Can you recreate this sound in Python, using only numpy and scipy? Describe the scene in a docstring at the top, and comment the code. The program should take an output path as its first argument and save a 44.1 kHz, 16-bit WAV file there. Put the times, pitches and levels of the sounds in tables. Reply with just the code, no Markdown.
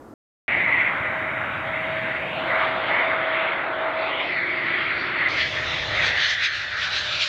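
"""First comes an instant of far-off rumble, then silence: a twin-engine fighter is landing at night.
From beside the runway we then hear it approach, and jump to it rolling past. The intake fans scream
under a thin blade whine, the exhaust rumbles, and air rushing over the body roars and howls with a
slow beat. An echo off the ground sweeps notches (missing pitches) through the noise, and swirling
air makes the treble surge and flutter."""
import sys
import numpy as np
from scipy import signal
from scipy.fft import rfft, irfft, next_fast_len
from scipy.io import wavfile
from scipy.ndimage import uniform_filter1d, minimum_filter1d, map_coordinates

SR = 44100
rng = np.random.default_rng(int(sys.argv[2]) if len(sys.argv) > 2 else 0)


def master(y):
    """Save y as 16-bit WAV."""
    cut = np.clip(np.atleast_2d(y).T, -1, 1)
    pcm = np.round(cut * 32767)  # scale
    wavfile.write(sys.argv[1], SR, pcm.astype(np.int16))


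N = 321048
WINDOW, HOP = 1024, 128  # noise is shaped in short overlapping frames: length, step [samples]
TIME = np.arange(N) / SR
FRAMES = np.arange(-(-N // HOP) + 1) * HOP / SR
HZ = np.fft.rfftfreq(WINDOW, 1 / SR)[:, None]
# when each part is heard (start [s], end [s])
FAR_SPAN, APPROACH_SPAN, ROLL_SPAN = (0, .139), (.4805, 5.285), (5.285, 7.4)

# Table levels are relative: the functions add their own gains.
# tone colour of the microphone hiss and of each jet noise (frequency [Hz], level [dB])
MIC_COLOUR = [(100, -3), (3000, 0), (6500, 0), (10000, -3), (13500, -4), (15000, -8), (16000, -16)]
FAR_COLOUR = [(25, -20), (50, -13), (110, 3), (165, -14), (260, 3.5), (420, -2), (800, -9), (1300, -12.5),
              (1900, -23), (2600, -36), (5000, -58)]
RUMBLE_COLOUR_APPROACH = [(20, -40.5), (45, -25.5), (70, -5.5), (105, 0), (160, 2), (210, -7), (280, -2),
                          (400, -13.5), (700, -29), (2000, -93)]
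RUMBLE_COLOUR_ROLL = [(20, -34.5), (45, -16), (85, 5.5), (115, 1.5), (160, -3), (220, -21), (280, -12),
                      (420, -12.5), (700, -25), (2000, -83)]
ROAR_COLOUR_APPROACH = [(200, -27.5), (440, -13.5), (530, -1), (640, 1.5), (750, -1), (1000, -1),
                        (1450, 2.5), (1750, 1), (2300, -6.5), (3200, -35.5), (6000, -100)]
ROAR_COLOUR_ROLL = [(200, -16), (430, -5.5), (520, 2.5), (620, 4), (780, 1.5), (980, 0), (1300, 3.5),
                    (1800, 1.5), (3000, -29), (7000, -83)]
INTAKE_COLOUR_APPROACH = [(1200, -26.5), (2200, -1), (2600, 2.5), (3100, 1.5), (3600, 1), (4000, -7.5),
                          (4500, -12), (5000, -25), (5700, -35.5), (7000, -62), (9000, -110)]
INTAKE_COLOUR_ROLL = [(900, -28), (1800, -9), (2400, 6), (3100, 2.5), (3600, 5), (4300, -1), (5000, -8.5),
                      (6200, -15.5), (7000, -24), (8200, -38), (9500, -57.5), (13000, -81.5)]
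# microphone hiss (time [s], level [dB])
MIC_HISS = [(0, -67), (2.6, -66.5), (2.8, -70), (3.3, -74.5), (4.4, -73), (5.2, -71), (5.4, -69),
            (6.05, -68), (6.3, -78), (7.28, -77.5)]
# exhaust rumble (time [s], level [dB])
RUMBLE_APPROACH = [(0.55, -44), (2.45, -45), (3.8, -53.5), (5.14, -47), (5.15, -48.5)]
RUMBLE_ROLL = [(5.32, -43), (6.05, -38.5), (6.302, -50), (7.168, -45.5), (7.25, -50)]
# boom of the open wheel bays (time [s], level [dB])
BOOM_APPROACH = [(0.55, -41), (1.51, -47.5), (1.55, -52.5), (2.84, -38), (3.41, -42), (5.11, -40),
                 (5.2, -42)]
BOOM_ROLL = [(5.32, -43.5), (6.13, -48.5), (6.238, -58.5), (7.25, -59)]
# roar of air over the body (time [s], level [dB])
ROAR_APPROACH = [(0.52, -32.5), (0.85, -31), (1.43, -33), (2.31, -33.5), (2.54, -27), (2.83, -30),
                 (2.91, -27), (3.2, -29), (4.13, -31), (4.36, -34.5), (4.5, -34), (5.07, -33),
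                 (5.24, -32.5)]
ROAR_ROLL = [(5.31, -34), (5.502, -41), (5.584, -38.5), (5.792, -37), (6.05, -34.5), (6.464, -49),
             (7.142, -41), (7.164, -40), (7.24, -45)]
# scream of the fans (time [s], level [dB])
FAN_APPROACH = [(0.5, -22), (0.81, -20), (0.97, -28.5), (1.52, -31), (1.56, -33), (1.79, -28), (2.38, -37),
                (2.54, -24.5), (2.76, -31), (2.96, -22.5), (3.31, -28), (3.32, -23.5), (3.76, -34.5),
                (4.75, -21.5), (5.13, -29), (5.28, -24)]
FAN_ROLL = [(5.31, -31), (5.448, -25), (5.502, -32), (5.852, -31.5), (6.072, -24), (6.476, -26),
            (6.702, -35), (6.734, -28), (7.24, -34)]
# intake hiss between surges (time [s], level [dB], treble compared with the hiss [dB])
INTAKE_APPROACH = [(.5, -41.5, -23), (1.35, -44.5, -29.5), (2, -38.5, -26), (3, -37.5, -22.5),
                   (3.8, -41.5, -27.5), (4.4, -42, -15.5), (5.27, -36.5, -17.5)]
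INTAKE_ROLL = [(5.299, -33.5, -17.5), (6.2, -30.5, -18.5), (6.7, -34.5, -17.5), (7.28, -29.5, -14)]
# air howls across a hollow in the body; a deeper one hums (time [s], pitch [Hz], level [dB])
HOWL_APPROACH = [(.5, 639.4, -45), (1.05, 633.7, -40.5), (1.9, 641.7, -37), (2.65, 644, -33),
                 (3.95, 643, -32.5), (4.4, 644.6, -42), (5.27, 634, -53)]
HOWL_ROLL = [(5.3, 634, -43), (6, 620, -40.5), (6.3, 604, -61.5), (7.1, 609, -45)]
HUM_APPROACH = [(.5, 354.4, -67.5), (4.1, 353.9, -57.5), (4.55, 349, -43.5), (5.27, 345.5, -44.5)]
# fan blade whine, following the throttle (time [s], pitch [Hz], level [dB])
BLADE_WHINE = [(.5, 3490, -69), (1.1, 3750, -60.5), (2, 3730, -53.5), (2.5, 3664, -58.5), (2.9, 3550, -49),
               (3.6, 3650, -66.5), (4.4, 3540, -58.5), (5.6, 3500, -47.5), (6.15, 3530, -44.5),
               (7.28, 3520, -56)]
# echo off the ground (time [s], lowest notch [Hz], strength [0-1])
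GROUND_ECHO = [(.5, 426, 0.09), (1.9, 950, 0), (2.3, 1430, 0.59), (2.55, 2490, 0.07), (3.4, 3010, 0.03),
               (3.75, 2600, 0.38), (4.1, 1750, 0.57), (4.35, 1145, 0.44), (4.55, 786, 0.27),
               (5.2, 706, 0.33), (5.6, 851, 0)]
# hiss surges carried by swirling air (time [s], half-length [s], gain [dB], extra treble [dB])
HISS_SURGES = [(2.643, 0.069, 5.5, -0.5), (2.877, 0.041, 7.5, -2), (3.406, 0.16, 6, -2),
               (4.048, .07, 0.5, 8), (4.245, 0.11, 8, 1), (4.76, 0.12, 4.5, -2.5), (5.028, 0.06, -2, 10),
               (5.416, 0.038, 7, -3.5), (6.075, 0.038, 3.5, 2.5), (6.227, 0.039, 8.5, -1.5),
               (6.315, 0.053, 5.5, 3), (6.452, 0.025, 10, 1.5), (6.575, 0.039, 4, 2),
               (6.841, 0.037, 9, -3.5), (6.96, 0.055, 6, 0), (7.154, 0.042, 4, -3), (7.227, .03, 8, -3)]
# rising bands in the noise, where the ground echo lets the pitches through (time [s], centre [Hz], half-length
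# [s], gain [dB])
RISING_SWOOSHES = [(2.294, 2590, 0.11, 8.5), (4.105, 2820, .16, 6.5), (4.85, 2800, 0.12, 3),
                   (5.245, 1950, 0.076, 5.5)]


def amp(db):
    """Turn decibels into a number to multiply by."""
    return 10 ** (np.asarray(db) / 20)


def curves(rows, at=FRAMES):
    """Join a table's points with straight lines: one curve for each column after the time."""
    times, *columns = np.transpose(rows)
    return [np.interp(at, times, column) for column in columns]


def colour(points):
    """Turn a tone colour table into a spectrum: a gain for each frequency."""
    hz, db = np.transpose(points)
    return amp(np.interp(np.log(HZ + 1), np.log(hz), db))


def hump(centre_hz, width_hz, skirt):
    """A broad peak in the spectrum; a smaller skirt makes its sides steeper."""
    detune = (HZ ** 2 - centre_hz ** 2) / (HZ * width_hz + 1)
    return np.exp(-(detune / skirt) ** 2) / (1 + detune ** 2)


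def wobble(rate, at=TIME):
    """A smooth curve through `rate` random values a second."""
    return map_coordinates(rng.standard_normal(int(8 * rate) + 4), [at * rate])


def patches(rate, span_hz):
    """Random highs and lows over frequency and time, typically of size 1."""
    grid = rng.standard_normal((int(SR / span_hz) + 4, int(8 * rate) + 4))
    field = map_coordinates(grid, np.broadcast_arrays(HZ / span_hz, FRAMES * rate), order=1)
    return field / np.sqrt(np.mean(field ** 2) + 1e-20)


def at_level(shape, db):
    """Scale a spectrum so that its noise has this level in each frame."""
    return amp(db) * shape / np.sqrt(np.mean(shape ** 2, axis=0) + 1e-20)


def rush(*layers):
    """Rushing noise, shaped by the combined power of these spectra."""
    noise = signal.stft(rng.standard_normal(N), nperseg=WINDOW, noverlap=WINDOW - HOP)[2]
    gain = np.sqrt(sum(layer ** 2 for layer in layers))
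    return signal.istft(noise * gain, nperseg=WINDOW, noverlap=WINDOW - HOP)[1][:N]


def gate(start, end, fade_s=.0002):
    """Let sound through only between start and end."""
    return np.clip(np.minimum(TIME - start, end - TIME) / fade_s + .5, 0, 1)


def microphone_hiss(side_db=-20):
    """A faint hiss, nearly the same left and right."""
    hiss = at_level(colour(MIC_COLOUR), curves(MIC_HISS)[0])
    mid, side = rush(hiss), amp(side_db) * rush(hiss)
    return np.array([mid + side, mid - side])


def distant_jet():
    """The dull, steady rumble of the aircraft far away."""
    return rush(at_level(colour(FAR_COLOUR), db=-43.5))


def ground_echo(scatter_hz=5500):
    """A late echo off the ground cancels some pitches; rough ground scatters the echo's treble."""
    notch_hz, strength = curves(GROUND_ECHO)
    echo = strength * np.exp(1j * np.pi * HZ / notch_hz) / (1 + (HZ / scatter_hz) ** 4)
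    return np.abs(1 + echo)


def surges():
    """Swirling air brings the hiss in smooth swells: a level curve and a treble curve, in dB."""
    time, half_length, gain_db, treble_db = np.transpose(HISS_SURGES)
    swells = np.exp(-((FRAMES[:, None] - time) / half_length) ** 2)
    return swells @ gain_db, swells @ treble_db


def swooshes(climb_hz_per_s=3500, half_width_hz=300):
    """Narrow bands swell and fade as they climb in pitch: a boost in dB."""
    boost_db = 0
    for time, centre_hz, half_length, gain_db in RISING_SWOOSHES:
        elapsed = FRAMES - time
        away_hz = HZ - centre_hz - climb_hz_per_s * elapsed
        boost_db += gain_db * np.exp(-(elapsed / half_length) ** 2 - (away_hz / half_width_hz) ** 2)
    return boost_db


def beat(peak_s=2.573, period_s=.691, depth=.47):
    """The slow swelling and sinking made by two whistles of nearly the same pitch."""
    return np.abs(1 + depth * np.exp(2j * np.pi * (TIME - peak_s) / period_s))


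def whistle(rows, drift_hz, drift_rate, flutter_db, gain_db):
    """The tone of a hollow or of fan blades; its pitch and strength waver on the way."""
    hz, db = curves(rows, TIME)
    phase = 2 * np.pi * np.cumsum(hz + drift_hz * wobble(drift_rate)) / SR
    return np.sqrt(2) * amp(db + gain_db + flutter_db * wobble(18)) * np.sin(phase)


def exhaust_and_bays(rumble_rows, boom_rows, rumble_colour, rumble_db, boom_db, boom_hz, boom_width_hz):
    """The exhaust rumbles low, and air booms in the open wheel bays."""
    (rumble,), (boom,) = curves(rumble_rows), curves(boom_rows)
    exhaust = at_level(colour(rumble_colour), rumble + rumble_db)
    bays = at_level(hump(boom_hz, boom_width_hz, skirt=15), boom + boom_db)
    return rush(exhaust, bays)


def fan_scream(width_hz, start_hz=2086, sink_from_s=5.35, sink_hz_per_s=285):
    """The fans' broad peak holds its pitch, then sinks as the aircraft draws level."""
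    centre_hz = start_hz - sink_hz_per_s * np.maximum(FRAMES - sink_from_s, 0)
    return hump(centre_hz, width_hz, skirt=3.8)


def jet(roar_rows, fan_rows, intake_rows, roar_colour, intake_colour, roar_db, fan_db,
        fan_surge, fan_width_hz, treble_hz, usual_treble_db, patchy_db, flutter_db):
    """Body roar, fan scream and intake hiss, carried over the ground through swirling air."""
    (roar,), (fan,), (hiss, treble) = curves(roar_rows), curves(fan_rows), curves(intake_rows)
    surge_db, surge_treble_db = surges()
    notches = ground_echo()
    # air soaks up high pitches much more than low ones
    clearness = amp((treble + surge_treble_db - usual_treble_db) * np.minimum(HZ / treble_hz, 1.5) ** 2)
    body = at_level(colour(roar_colour) * notches, roar + roar_db)
    fans = at_level(fan_scream(fan_width_hz) * notches, fan + fan_db + fan_surge * surge_db)
    intake = at_level(colour(intake_colour) * clearness * notches, hiss + surge_db)
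    # swirls of air focus and scatter high pitches most
    swirls_db = patchy_db * patches(rate=16, span_hz=330) + flutter_db * wobble(32, FRAMES)
    flicker = amp(swooshes() + swirls_db * np.sqrt(np.minimum(HZ, 2600) / 2000))
    return rush(body * flicker, fans * flicker, intake * flicker)


def scene():
    """The aircraft far off, approaching and rolling past, always midway between left and right."""
    far = distant_jet()

    approach = jet(ROAR_APPROACH, FAN_APPROACH, INTAKE_APPROACH,
                   ROAR_COLOUR_APPROACH, INTAKE_COLOUR_APPROACH,
                   roar_db=3, fan_db=-1.5, fan_surge=-.12, fan_width_hz=540,
                   treble_hz=3040, usual_treble_db=-20.5, patchy_db=1.58, flutter_db=.5)
    approach += exhaust_and_bays(RUMBLE_APPROACH, BOOM_APPROACH, RUMBLE_COLOUR_APPROACH,
                                 rumble_db=4, boom_db=-1, boom_hz=338.4, boom_width_hz=160)
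    approach += beat() * whistle(HOWL_APPROACH, drift_hz=2.6, drift_rate=40, flutter_db=1.2, gain_db=-.2)
    approach += whistle(HUM_APPROACH, drift_hz=14, drift_rate=46, flutter_db=3.5, gain_db=-1)

    roll = jet(ROAR_ROLL, FAN_ROLL, INTAKE_ROLL, ROAR_COLOUR_ROLL, INTAKE_COLOUR_ROLL,
               roar_db=3.5, fan_db=.65, fan_surge=.1, fan_width_hz=665,
               treble_hz=4000, usual_treble_db=-18.5, patchy_db=1.97, flutter_db=1.13)
    roll += exhaust_and_bays(RUMBLE_ROLL, BOOM_ROLL, RUMBLE_COLOUR_ROLL,
                             rumble_db=2, boom_db=0, boom_hz=318, boom_width_hz=220)
    roll += whistle(HOWL_ROLL, drift_hz=13.1, drift_rate=60, flutter_db=1.5, gain_db=-1)

    whine = whistle(BLADE_WHINE, drift_hz=31.7, drift_rate=160, flutter_db=.5, gain_db=1)
    hiss = microphone_hiss()
    balance = amp([[.04], [-.04]])  # the left microphone is a shade more sensitive
    parts = [(FAR_SPAN, far), (APPROACH_SPAN, approach + whine), (ROLL_SPAN, roll + whine)]
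    return balance * sum(gate(*span) * (sound + hiss) for span, sound in parts)


def record(dry):
    """A limiter turns the loudest peaks down, then a steep filter removes the very highest treble."""
    ceiling, top_hz = .33, 16100
    needed_gain = np.minimum(1, ceiling / (np.abs(dry).max(axis=0) + 1e-9))
    smooth_gain = uniform_filter1d(minimum_filter1d(needed_gain, size=601), size=301)
    size = next_fast_len(N + SR // 2)
    hz = np.fft.rfftfreq(size, 1 / SR)
    spectrum = rfft(dry * smooth_gain, size) / (1 + (hz / top_hz) ** 200)
    return irfft(spectrum, size)[:, :N]


dry = scene()
out = record(dry)
master(out)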